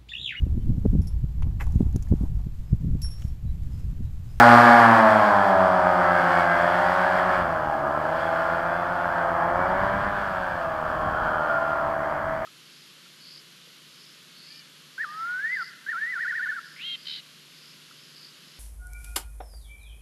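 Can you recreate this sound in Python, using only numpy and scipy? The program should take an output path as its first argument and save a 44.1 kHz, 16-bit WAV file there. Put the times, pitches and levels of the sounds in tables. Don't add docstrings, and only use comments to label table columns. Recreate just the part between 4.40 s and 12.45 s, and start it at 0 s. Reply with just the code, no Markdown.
import sys
import numpy as np
from scipy import signal
from scipy.fft import rfft, irfft, next_fast_len
from scipy.io import wavfile
from scipy.ndimage import uniform_filter1d

SR = 44100
rng = np.random.default_rng(int(sys.argv[2]) if len(sys.argv) > 2 else 0)


def wav_record(signal):
    frames = np.transpose(np.atleast_2d(signal))
    bounded = np.clip(frames, -1, 1)
    quanta = np.round(bounded * 32767).astype(np.int16)
    wavfile.write(sys.argv[1], SR, quanta)


N = 355005
T = np.arange(N) / SR

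# (time [s], firings per blade pass)
BELT_RATIO = [(0, .978), (.35, .978), (.6, .968), (.9, .957), (8.05, .957)]
# (frequency [Hz], relative level [dB])
PROPELLER_SPECTRUM = [(80, -47), (120, -49.5), (175, -46), (240, -34.5), (330, -43.5), (460, -42),
                      (550, -36), (700, -33), (950, -35.5), (1250, -34.5), (1650, -34), (1950, -53),
                      (2400, -58.5), (5000, -66)]
EXHAUST_SPECTRUM = [(85, -63), (120, -47.5), (175, -39), (250, -47.5), (340, -42.5), (450, -52),
                    (590, -40.5), (780, -48.5), (1100, -40), (1700, -48), (1900, -59.5), (2300, -64.5),
                    (2800, -74.5)]
# (order, propeller [dB], exhaust [dB])
ORDER_ACCENTS = [(1, 6.5, 11.5), (2, 7, 6), (3, -3, 2), (4, 6.5, 4), (5, 1, 6), (6, 8, 2), (7, 0, 5),
                 (8, 5.5, 7), (9, 1.5, 7), (10, 4.5, 7), (11, -1.5, 5.5), (12, 1.5, 3), (13, 0, 6)]
# (centre [Hz], width [Hz], initial gain [dB], change per distance doubling [dB])
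EXHAUST_RESONANCES = [(647.6, 69, 13.5, .5), (745, 66, 13.5, -6.5), (808, 94, 14.5, -1),
                      (1400, 270, -8, 3.5)]
# (initial gain at cruise [dB], per speed doubling [dB], per distance doubling [dB])
EXHAUST_BALANCE = (3.67, -7, -1.32)
SWISH_BALANCE = (-3.5, -3.5, 0.33)


def paramotor():
    blade_hz = blade_rate()
    firing_hz = blade_hz * curves(BELT_RATIO)[0]
    _, blade_accents, firing_accents = np.transpose(ORDER_ACCENTS)
    shake_turns = 0.00064 * wander(45)
    blade_turns = np.cumsum(blade_hz) / SR + shake_turns
    firing_turns = np.cumsum(firing_hz) / SR + shake_turns + 0.3494
    propeller = buzz(blade_hz, blade_turns, PROPELLER_SPECTRUM, blade_accents,
                     flutter=0.32, flutter_hz=8, orders=40)
    exhaust = buzz(firing_hz, firing_turns, EXHAUST_SPECTRUM, firing_accents,
                   flutter=0.66, flutter_hz=9, orders=26, resonances=EXHAUST_RESONANCES)
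    exhaust *= 1 + 0.13 * wander(90)
    swish = gain_of(-20) * balance(SWISH_BALANCE) * blade_swish(blade_turns, firing_turns)
    tones = propeller + balance(EXHAUST_BALANCE) * exhaust
    drone = below(tones, 447)
    return drone + reflections(tones - drone) + swish


# (time [s], blade-pass rate [Hz])
THROTTLE = [(0.0, 120.1), (0.35, 119.5), (0.74, 110.9), (1.02, 100.9), (1.38, 93.9), (2.09, 88.3),
            (2.61, 93.4), (2.94, 94.2), (3.22, 79.9), (3.43, 73.3), (3.78, 85.0), (4.09, 85.7),
            (4.51, 89.7), (5.06, 86.4), (5.41, 97.2), (5.72, 102.5), (6.4, 81.0), (6.89, 81.2), (7.1, 77.1),
            (7.44, 76.7), (8.05, 74.9)]


def blade_rate(inertia_s=0.12):
    return uniform_filter1d(curves(THROTTLE)[0], round(inertia_s * SR), mode="nearest")


def buzz(hz, turns, spectrum, accents_db, flutter, flutter_hz, orders, resonances=()):
    coarse_s, out = T[::64], np.zeros(N)
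    rate_hz = np.interp(coarse_s, T, hz)
    doublings = np.interp(coarse_s, T, distance_doublings())
    for k in range(1, orders + 1):
        harmonic_hz = k * rate_hz
        knots = rng.standard_normal((2, 1024))
        gain_jitter, phase_jitter = (np.interp(coarse_s * flutter_hz, np.arange(1024), z) for z in knots)
        depth = flutter * np.minimum(harmonic_hz / 1200, 1.5)
        resonance_db = sum((db + far_db * doublings) / (1 + (2 * (harmonic_hz - centre) / width) ** 2)
                           for centre, width, db, far_db in resonances)
        level_db = spectrum_db(spectrum, harmonic_hz) + resonance_db
        level_db += accents_db[min(k, len(accents_db)) - 1]
        rms = gain_of(level_db) * np.exp(depth * gain_jitter - depth ** 2 / 2)
        phase = 2 * np.pi * k * turns + np.interp(T, coarse_s, depth * phase_jitter)
        out += np.interp(T, coarse_s, np.sqrt(2) * rms) * np.cos(phase)
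    return out


# (frequency [Hz], relative density [dB])
SWISH_SPECTRUM = [(40, -47), (150, -19.5), (430, -13), (600, -3), (1000, 0.5), (1700, -0.5), (2000, -14.5),
                  (2600, -24.5), (3300, -21.5), (3700, -28), (4700, -21), (6200, -31), (8700, -27.5),
                  (16000, -45)]


def blade_swish(blade_turns, firing_turns):
    puffs = 2.1 + 1.34 * np.exp(-(blade_turns % 1) / 0.21) + 0.5 * np.exp(-(firing_turns % 1) / 0.07)
    eddies = gain_of(0.78 * wander(14))
    return evened(coloured(puffs * eddies * rng.standard_normal(N), SWISH_SPECTRUM))


def reflections(x, decay_s=0.0092, taps=1024):
    t = np.arange(taps) / SR
    echoes = evened(rng.standard_normal(taps) * np.exp(-t / decay_s)) / np.sqrt(taps)
    allpass = np.exp(1j * np.angle(rfft(echoes - (t == 0), 4 * taps)))
    return signal.oaconvolve(x, np.roll(irfft(allpass), taps))[taps:taps + N]


# (peak time [s], length [s], centre [Hz], boost [dB])
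WHINE_SWELLS = [(2.25, 0.22, 3320, 4), (3.848, 0.13, 3400, 6), (4.1, 0.27, 1400, 3), (6.9, 0.71, 3120, 5),
                (7.12, 0.67, 1400, 12)]


def whines(x, relative_width=0.076):
    for peak_s, length_s, centre_hz, db in WHINE_SWELLS:
        band = shaped(x, lambda hz: 1 / (1 + (2 * (hz / centre_hz - 1) / relative_width) ** 4))
        x = x + band * (gain_of(db * swell(peak_s, length_s)) - 1)
    return x


# (time [s], mid band [dB], treble re mid band [dB])
FLIGHT_LEVELS = [(0.0, -9.5, -16.5), (0.4, -12, -17), (1.03, -18, -20.5), (1.17, -16.5, -23),
                 (1.32, -18.5, -23), (1.93, -19.5, -16), (2.94, -21.5, -17.5), (3.14, -25.5, -21),
                 (3.47, -25, -25), (3.85, -25, -18.5), (3.9, -23.5, -20), (4.5, -26, -20),
                 (5.07, -23, -21.5), (5.4, -23.5, -18.5), (5.83, -27.5, -18.5), (6.37, -28, -22),
                 (7.11, -23.5, -24.5), (8.05, -29, -17)]
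# (time [s], gain [dB])
LOW_TREBLE = [(0, 1.5), (3.3, -1.5), (3.87, -4), (5.3, 4), (6.0, -11), (7.0, -10), (7.55, 4.5)]
# (initial gain at cruise [dB], per speed doubling [dB], per distance doubling [dB])
DRONE_BALANCE = (1.18, 0, -1.08)
BRIGHT_BALANCE = (-1.4, 2.4, -0.13)
FIZZ_BALANCE = (0.45, -1.6, -2.12)
# (frequency [Hz], gain [dB])
MIC_PORT = [(2300, 4.5), (2700, 1.5), (3300, 2.5), (3750, -1.5), (4300, -0.5), (6000, -3.5), (8800, -7),
            (9700, -12.5), (10600, -4), (11400, -9.5), (12300, 1), (13400, -2), (15500, -14)]


def flight(source):
    mid_db, treble_db = curves(FLIGHT_LEVELS)
    low_treble_db, = curves(LOW_TREBLE)
    drone = below(source, 430)
    treble = source - below(source, 1908, order=24)
    mids = source - drone - treble
    bright_gain = balance(BRIGHT_BALANCE) * gain_of(1.3 * (treble_db + 20) - 0.44 * low_treble_db)
    mids += (mids - below(mids, 1440, order=10)) * (bright_gain - 1)
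    treble += below(treble, 2180) * (gain_of(low_treble_db) - 1)
    fizz = treble - below(treble, 4000, order=10)
    treble = coloured(treble + fizz * (balance(FIZZ_BALANCE) - 1), MIC_PORT)
    mid_gain = gain_of(mid_db) / running_rms(mids)
    treble_gain = gain_of(mid_db + treble_db) / running_rms(treble)
    return (drone * balance(DRONE_BALANCE) + mids) * mid_gain + treble * treble_gain


def distance_doublings(first_doubling_s=0.79):
    return np.log2(1 + T / first_doubling_s)


def balance(law, cruise_hz=90):
    start_db, speed_db, distance_db = law
    speed_doublings = np.log2(blade_rate() / cruise_hz)
    return gain_of(start_db + speed_db * speed_doublings + distance_db * distance_doublings())


# (frequency [Hz], relative density [dB])
WIND_SPECTRUM = [(10, -12), (25, -4), (55, -1.5), (100, -1), (200, -4.5), (350, -11.5), (700, -37),
                 (3000, -75)]
# (peak time [s], length [s], level [dB])
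WIND_GUSTS = [(1.2, .5, -66), (3.05, 0.57, -48.5), (4.4, 0.57, -57), (5.49, 0.71, -38.5),
              (6.693, 0.48, -41), (7.85, 0.14, -42)]


def wind(breeze_db=-47, rise_s=0.91):
    rumble = evened(coloured(rng.standard_normal(N), WIND_SPECTRUM))
    lumps_db = 1.6 * wander(18)
    breeze = gain_of(breeze_db) * np.minimum(T / rise_s, 1)
    gusts = sum(gain_of(db) * swell(peak_s, length_s) for peak_s, length_s, db in WIND_GUSTS)
    return rumble * (breeze + gusts) * gain_of(lumps_db)


# (frequency [Hz], relative density [dB])
HISS_SPECTRUM = [(100, 0), (1000, -7), (6000, 4), (9000, -0.5), (13500, 0.5), (15000, -2), (16500, -11)]


def hiss(level_db=-63):
    return gain_of(level_db) * evened(coloured(rng.standard_normal(N), HISS_SPECTRUM))


def gain_of(db):
    return 10 ** (np.asarray(db) / 20)


def evened(x):
    return x / np.sqrt(np.mean(x ** 2) + 1e-20)


def running_rms(x, samples=9000):
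    return np.sqrt(uniform_filter1d(uniform_filter1d(x ** 2, samples), samples // 2) + 1e-14)


def spectrum_db(points, hz):
    knots_hz, db = np.transpose(points)
    return np.interp(np.log(hz + 1), np.log(knots_hz), db)


def curves(rows):
    times_s, *columns = np.transpose(rows)
    return [np.interp(T, times_s, column) for column in columns]


def shaped(x, gain):
    size = next_fast_len(N + 4096)
    return irfft(rfft(x, size) * gain(np.fft.rfftfreq(size, 1 / SR)), size)[:N]


def coloured(x, points):
    return shaped(x, lambda hz: gain_of(spectrum_db(points, hz)))


def below(x, edge_hz, order=16):
    return shaped(x, lambda hz: 1 / (1 + (hz / edge_hz) ** order))


def wander(rate_hz):
    knots = rng.standard_normal(4096)
    return evened(np.interp(T * rate_hz, np.arange(len(knots)), knots))


def swell(peak_s, length_s):
    return np.exp(-(2 * (T - peak_s) / length_s) ** 2)


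def scene():
    noise_floor = hiss()
    return (flight(whines(paramotor())) + wind() + noise_floor)[None]


def record(dry, edge_hz=16400):
    clipped = np.clip(dry, -0.97, 0.97)
    lowpass = signal.firwin(511, edge_hz, window=("kaiser", 9), fs=SR)
    return signal.oaconvolve(clipped, lowpass[None], "same")


dry = scene()
out = record(dry)
wav_record(out)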